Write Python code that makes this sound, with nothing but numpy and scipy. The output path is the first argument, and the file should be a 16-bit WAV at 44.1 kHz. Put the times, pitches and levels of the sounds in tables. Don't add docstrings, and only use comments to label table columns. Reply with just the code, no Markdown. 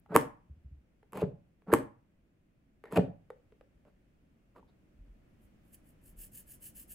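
import sys
import numpy as np
from scipy import signal
from scipy.fft import rfft, irfft
from scipy.io import wavfile

SR = 44100
rng = np.random.default_rng(int(sys.argv[2]) if len(sys.argv) > 2 else 0)


def store_pcm(level_fs):
    pcm = np.round(np.clip(level_fs, -1, 1) * 32767).astype(np.int16)
    wavfile.write(sys.argv[1], SR, np.atleast_2d(pcm).T)


N = 306054
TIME = np.arange(N) / SR


def undb(db):
    return 10 ** (np.asarray(db) / 20)


def unit(x):
    return x / np.sqrt(np.mean(x ** 2))


def along(points, hz):
    f, value = np.transpose(points)
    return np.interp(np.log(np.maximum(hz, 1)), np.log(f), value)


def colour(x, points, size=4096):
    log_gain = np.log(undb(along(points, np.fft.rfftfreq(size, 1 / SR))))
    cepstrum = irfft(log_gain)
    cepstrum[1:size // 2] *= 2
    cepstrum[size // 2 + 1:] = 0
    response = irfft(np.exp(rfft(cepstrum)))
    if x.ndim == 2:
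        response = response[None]
    return signal.fftconvolve(x, response, axes=-1)[..., :x.shape[-1]]


def bandpass(x, order, low_hz, high_hz):
    return signal.sosfilt(signal.butter(order, [low_hz, high_hz], "band", fs=SR, output="sos"), x)


def add(track, s, sound):
    i = max(int(s * SR), 0)
    part = sound[:max(N - i, 0)]
    track[i:i + len(part)] += part


def diffuse(count):
    likeness = 0.92 * np.sinc(np.fft.rfftfreq(count, 1 / SR) / 680)
    shares = np.sqrt([(1 + likeness) / 2, (1 - likeness) / 2])
    mid, side = rfft(rng.standard_normal((2, count))) * shares
    return irfft([mid + side, mid - side], count)


def ring(hz, swell_ms, sag=0., sag_s=1.):
    t = TIME[:SR // 2]
    age = 1000 * t / swell_ms
    pitch = hz * (1 + sag * (np.exp(-t / sag_s) - .5))
    return age * np.exp(1 - age) * np.sin(2 * np.pi * np.cumsum(pitch) / SR)


def burst(points, decay_s):
    t = TIME[:SR // 20]
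    y = colour(rng.standard_normal(len(t)) * np.exp(-t / decay_s), points)
    return y / np.abs(y).max()


def crack(points):
    t = TIME[:SR // 20]
    hz = np.fft.rfftfreq(len(t), 1 / SR)
    delay_s = .0012 * (1 - hz / hz[-1])
    phase = 2 * np.pi * np.cumsum(delay_s) * hz[1]
    release = irfft(np.exp(-1j * phase), len(t))
    crackle = undb(-20) * rng.standard_normal(len(t)) * np.exp(-t / .0008)
    y = colour(release + crackle, points)
    return y / np.abs(y).max()


def slips(rate, spread_db):
    happens = rng.random(N) < rate / SR
    sizes = undb(spread_db * np.clip(rng.standard_normal(N), -2, 2))
    return unit(happens * rng.choice([-1, 1], N) * sizes)


def gesture(start, end, shape, lean):
    progress = np.clip((TIME - start) / max(end - start, 1 / SR), 0, 1) ** lean
    return (4 * progress * (1 - progress)) ** shape


# (frequency [Hz], level [dB])
AIR_SPECTRUM = [(25, -9.5), (45, -2.5), (100, -8), (200, -7.5), (310, -12), (420, -20.5), (600, -20.5),
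                (900, -30), (2500, -32), (4000, -43.5), (15000, -49.5)]
# (time [s], level [dB])
AIR_LEVEL = [(0, -67.5), (2.5, -69.5), (3.5, -66.5), (4.4, -67), (5.5, -62.5), (6.9, -61)]


def air():
    return unit(colour(diffuse(N), AIR_SPECTRUM)) * undb(np.interp(TIME, *np.transpose(AIR_LEVEL)))


# (time [s], level [dB], main ring [Hz], tick peak re level [dB])
TAPS = [(0.061, -56.5, 840, 0), (1.029, -59, 427, 3.5), (1.62, -66.5, 424, 8), (2.839, -42, 433, 2),
        (2.855, -50, 500, 6), (3.303, -36, 486, -5), (3.522, -54, 451.7, -5), (3.61, -49.5, 532, -6.5),
        (3.851, -58.5, 590, -2), (4.562, -46.5, 965, -7), (4.628, -54.5, 910, -15)]
# (frequency [Hz], level [dB])
TICK_SPECTRUM = [(300, -9), (900, 9), (1900, 2.5), (3000, -11), (5000, -25), (8000, -29.5), (16000, -45.5)]
# (frequency [Hz], level [dB])
CRACK_SPECTRUM = [(900, -2.5), (1700, 5), (2700, 2.5), (4200, -17.5), (6000, -12), (8200, -2.5), (11300, 4),
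                  (15000, -4)]


def taps():
    out = np.zeros(N)
    for s, db, hz, tick_db in TAPS:
        add(out, s, undb(db - 2.0) * ring(hz, swell_ms=1300 / hz))
        tick = burst(TICK_SPECTRUM, .0028) + undb(-17.5) * crack(CRACK_SPECTRUM)
        add(out, s, undb(db + tick_db) * tick)
    return out


def tray_echo(x):
    bright = bandpass(x, 1, 1800, 5500)
    lags = [int(ms * SR / 1000) for ms in (.42, .24)]
    return undb(-4) * np.array([np.pad(bright, (lag, 0))[:N] for lag in lags])


# (frequency [Hz], time to fall by 60 dB [s])
ROOM_T60 = [(100, 0.41), (400, 0.27), (1000, 0.37), (3000, 0.26), (8000, 0.22), (15000, 0.18)]
# (frequency [Hz], level [dB])
ROOM_COLOUR = [(60, -3.5), (130, 4), (185, 1.5), (235, -3), (285, 3.5), (330, -4.5), (400, -1.5),
               (560, 2.5), (800, 0.5), (1200, -8), (2700, -2), (4400, 4), (8000, -0.5), (15000, -11.5)]


def room(x):
    t = TIME[:SR // 2]
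    hz, noise = np.fft.rfftfreq(len(t), 1 / SR), rfft(diffuse(len(t)))
    centres, t60s = np.transpose(ROOM_T60)
    tail = 0
    for share, t60 in zip(np.eye(len(t60s)), t60s):
        band = irfft(noise * along(np.c_[centres, share], hz), len(t))
        tail = tail + band * np.exp(-np.log(1000) * t / t60)
    onset = np.clip((t - .0025) / 0.0013, 0, 1)
    tail = undb(-35) * colour(tail * onset, ROOM_COLOUR)
    return signal.fftconvolve(x[None], tail, axes=1)[:, :N]


# (release time [s], creep before it [s], pocket level [dB],
# first pocket [Hz], belly level [dB], rub level [dB], squeak level [dB], snap level [dB])
POPS_OUT = [(.1545, .051, -10, 435, -21, -34, -42, -7), (1.7294, .05, -9.5, 400, -20, -38.5, -34, -10.5)]
# (release time [s], creep before it [s], pocket level [dB],
# first pocket [Hz], belly level [dB], rub level [dB], squeak level [dB])
SLIPS_IN = [(1.2197, .075, -23, 480, -34.5, -42.5, -56), (2.9748, 0.048, -17, 541, -19, -30, -43.5)]
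# (start time [s], end time [s], groan level [dB], squeak [Hz], squeak level [dB])
RUBS = [(2.835, 2.916, -61.5, 1870, -65), (3.848, 3.908, -67, 1380, -80),
        (4.547, 4.607, -59.5, 1230, -65.5), (4.675, 4.708, -72, 3850, -82)]
# (starts early by [s], ends after release by [s], lean: over 1 peaks late)
OUT_CREEP_SPAN, OUT_RUSH_SPAN = (.018, .012, 1.5), (.013, .012, .95)
IN_CREEP_SPAN, IN_RUSH_SPAN = (.024, -.006, 1.45), (.019, .008, 1.1)
# (groan re rub [dB], squelch re rub [dB], squeak [Hz])
OUT_CREEP_TONE, OUT_RUSH_TONE = (-1.5, -27.5, 1300), (.5, -9, 1540)
IN_CREEP_TONE, IN_RUSH_TONE = (-1, -11, 1000), (0.5, -9, 2407)
CREEP_RUB_DB, CREEP_SQUEAK_DB = -43, -53
RUB_SQUELCH_DB = -14.5


def slide_stage(start, release, rub_db, squeak_db, span, tone):
    early_s, after_s, lean = span
    groan_db, squelch_db, hz = tone
    return start - early_s, release + after_s, rub_db + groan_db, rub_db + squelch_db, hz, squeak_db, lean


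def slides():
    rows = [(start, end, db, db + RUB_SQUELCH_DB, hz, squeak_db, 1)
            for start, end, db, hz, squeak_db in RUBS]
    outward = POPS_OUT, (OUT_CREEP_SPAN, OUT_CREEP_TONE), (OUT_RUSH_SPAN, OUT_RUSH_TONE)
    inward = SLIPS_IN, (IN_CREEP_SPAN, IN_CREEP_TONE), (IN_RUSH_SPAN, IN_RUSH_TONE)
    for passes, creep, rush in (outward, inward):
        for s, creep_s, _, _, _, rub_db, squeak_db, *_ in passes:
            rows.append(slide_stage(s - creep_s, s, CREEP_RUB_DB, CREEP_SQUEAK_DB, *creep))
            rows.append(slide_stage(s, s, rub_db, squeak_db, *rush))
    return rows


# (frequency [Hz], level [dB])
GROAN_SPECTRUM = [(90, -11), (200, 1), (480, 0.5), (750, -5.5), (1150, -12), (1800, -19), (3000, -37.5),
                  (6000, -56)]
# (frequency [Hz], level [dB])
SQUELCH_SPECTRUM = [(500, -24), (1000, -2.5), (1600, 3.5), (2700, -2.5), (4000, -14), (6000, -18.5),
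                    (11000, -13), (15500, -17.5)]


def drags():
    groan = unit(colour(slips(1500, 3), GROAN_SPECTRUM))
    fine = slips(3500, 5)
    squelch = unit(colour(fine, SQUELCH_SPECTRUM))
    out = np.zeros(N)
    for start, end, groan_db, squelch_db, hz, squeak_db, lean in slides():
        squeak = unit(bandpass(fine, 2, hz / 1.13, hz * 1.13))
        friction = undb(groan_db) * groan + undb(squelch_db) * squelch + undb(squeak_db) * squeak
        out += gesture(start, end, 0.91, lean) * friction
    return out


JERK_S = .0083
POCKET_SWELL_MS, SWELL_STEP_MS = 1.7, .45


def jerks(s, db, hz, drop, fade_db, count=3):
    rows = []
    for k in range(count):
        pitch = hz * (1 - drop * (k / (count - 1)) ** 2)
        rows.append((s + JERK_S * k, db - k * fade_db, pitch, POCKET_SWELL_MS + k * SWELL_STEP_MS))
    return rows


# (time [s], ring level [dB], crack level [dB], freed air level [dB])
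UNSTICKS = [(1.122, -65, -50, -75), (1.132, -37, -42, -48), (1.147, -57, -61, -38.5),
            (1.173, -37, -38.5, -34.5), (2.9239, -39, -40, -32)]
OUT_PITCH_DROP, OUT_FADE_DB = 0.35, 4.5
IN_PITCH_DROP, IN_FADE_DB = .68, -1.02
CREEP_DB, CREEP_SWELL_MS, CREEP_LOW_HZ, CREEP_HIGH_HZ, CREEP_SHARE = -38, 6.5, 200, 480, .38
BELLY_HZ, BELLY_LAG_S, BELLY_SWELL_MS = 150, .005, 2
UNSTICK_AIR_HZ = 424


def pockets():
    rows = []
    outward = POPS_OUT, OUT_PITCH_DROP, OUT_FADE_DB
    inward = SLIPS_IN, IN_PITCH_DROP, IN_FADE_DB
    for passes, drop, fade_db in (outward, inward):
        for s, _, db, hz, belly_db, *_ in passes:
            rows += jerks(s, db, hz, drop, fade_db)
            rows.append((s + BELLY_LAG_S, belly_db, BELLY_HZ, BELLY_SWELL_MS))
    for s, creep_s, *_ in POPS_OUT:
        rows.append((s - creep_s, CREEP_DB, CREEP_LOW_HZ, CREEP_SWELL_MS))
        rows.append((s - creep_s * (1 - CREEP_SHARE), CREEP_DB, CREEP_HIGH_HZ, CREEP_SWELL_MS))
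    for s, _, _, air_db in UNSTICKS:
        rows += jerks(s, air_db, UNSTICK_AIR_HZ, drop=.57, fade_db=-0.2, count=2)
    return rows


SAG, SAG_S = 0.36, 0.0066


def pops():
    out = np.zeros(N)
    for s, db, hz, swell_ms in pockets():
        pocket = ring(hz, swell_ms, SAG, SAG_S)
        overtone = ring(2.1 * hz, .6 * swell_ms, SAG, SAG_S)
        thud = ring(90, 6.3)
        add(out, s, undb(db) * (pocket + undb(-18) * overtone + undb(-24.5) * thud))
        add(out, s, undb(db - 11.5) * burst(GROAN_SPECTRUM, .005))
    return out


SNAP_HZ, SNAP_LAG_S, SNAP_GAP_S = 1080, 0.0076, .0096
SIDE_SNAP_DB, SNAP_CRACK_DB = -16.5, -1.5
UNSTICK_HZ = 1074


def skin_cracks():
    rows = [(s, ring_db, UNSTICK_HZ, crack_db) for s, ring_db, crack_db, _ in UNSTICKS]
    for s, *_, snap_db in POPS_OUT:
        for k in -1, 0, 1:
            db = snap_db + abs(k) * SIDE_SNAP_DB
            rows.append((s + SNAP_LAG_S + k * SNAP_GAP_S, db, SNAP_HZ, db + SNAP_CRACK_DB))
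    return rows


def snaps():
    out = np.zeros(N)
    for s, ring_db, hz, crack_db in skin_cracks():
        add(out, s, undb(ring_db) * (ring(hz, 0.69) + undb(-9.5) * ring(1.55 * hz, 0.88)))
        add(out, s, undb(crack_db) * crack(CRACK_SPECTRUM))
    return out


# (time [s], level [dB], pitch [Hz])
BUMPS = [(.498, -42.5, 80), (.565, -52, 86.4), (0.646, -43.5, 77), (0.713, -43.5, 78.7), (0.766, -52, 69.4),
         (4.99, -47.5, 49), (5.081, -51, 47.6), (6.07, -55.5, 46.5), (6.159, -47, 42.6)]
BUMP_SWELL_CYCLES, BUMP_OVERTONE, BUMP_OVERTONE_DB = 1.08, 1.76, -8


def bumps():
    out = np.zeros(N)
    for s, db, hz in BUMPS:
        for mode_hz, mode_db in (hz, db), (hz * BUMP_OVERTONE, db + BUMP_OVERTONE_DB):
            swell_ms = 1000 * BUMP_SWELL_CYCLES / mode_hz
            add(out, s, undb(mode_db) * ring(mode_hz, swell_ms, 0.3, 0.01))
    return out


# (start time [s], end time [s], level [dB])
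TOUCHES = [(5.38, 5.5, -74), (5.59, 5.85, -73), (5.72, 5.768, -55.5), (5.82, 5.96, -66.5)]
# (time [s], level [dB])
ROLL_LEVEL = [(6.08, -59.5), (6.22, -47), (6.38, -47.5), (6.52, -49.5), (6.66, -46.5), (6.94, -48)]
ROLL_START_S, ROLL_PERIOD_S, ROLL_QUICKEN_S, STROKE_OVERLAP_S = 5.997, 0.15385, 0.0038, 0.0035


def strokes(count=7):
    lengths = ROLL_PERIOD_S - ROLL_QUICKEN_S * np.arange(count)
    ends = ROLL_START_S + np.cumsum(lengths)
    levels = np.interp(ends - lengths / 2, *np.transpose(ROLL_LEVEL))
    return list(TOUCHES) + list(zip(ends - lengths, ends + STROKE_OVERLAP_S, levels))


# (frequency [Hz], level [dB])
NET_SPECTRUM = [(1250, -27.5), (1500, -22), (1700, -4.5), (2000, -19.5), (2400, -14.5), (2900, -6.5),
                (3800, -23), (5700, -13), (7700, -6.5), (10500, 4), (12800, 0), (15600, 3)]
NET_CATCH_HZ, NET_CATCH_DB = 173, 2.2


def net():
    speed = sum(undb(db) * gesture(start, end, 2.83, lean=0.93) for start, end, db in strokes())
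    threads = slips(14000, 5)
    knots = np.interp(TIME * NET_CATCH_HZ, np.arange(N), rng.standard_normal(N))
    return speed * undb(NET_CATCH_DB * knots) * unit(colour(threads, NET_SPECTRUM))


def scene():
    contact = pops() + snaps() + drags() + taps() + net()
    direct = signal.sosfilt(signal.butter(2, 50, "high", fs=SR, output="sos"), contact)
    return direct + tray_echo(direct) + room(direct) + bumps() + air()


TWIST_HZ, TWIST_S = 8000, .000328
TOP_HZ = 15800


def record(dry):
    turns = TWIST_S * np.maximum(np.fft.rfftfreq(N, 1 / SR) - TWIST_HZ, 0)
    left = irfft(rfft(dry[0]) * np.exp(-2j * np.pi * turns), N)
    top_cut = signal.ellip(12, .2, 70, TOP_HZ, fs=SR, output="sos")
    return signal.sosfilt(top_cut, np.array([left, dry[1]]))


dry = scene()
out = record(dry)
store_pcm(out)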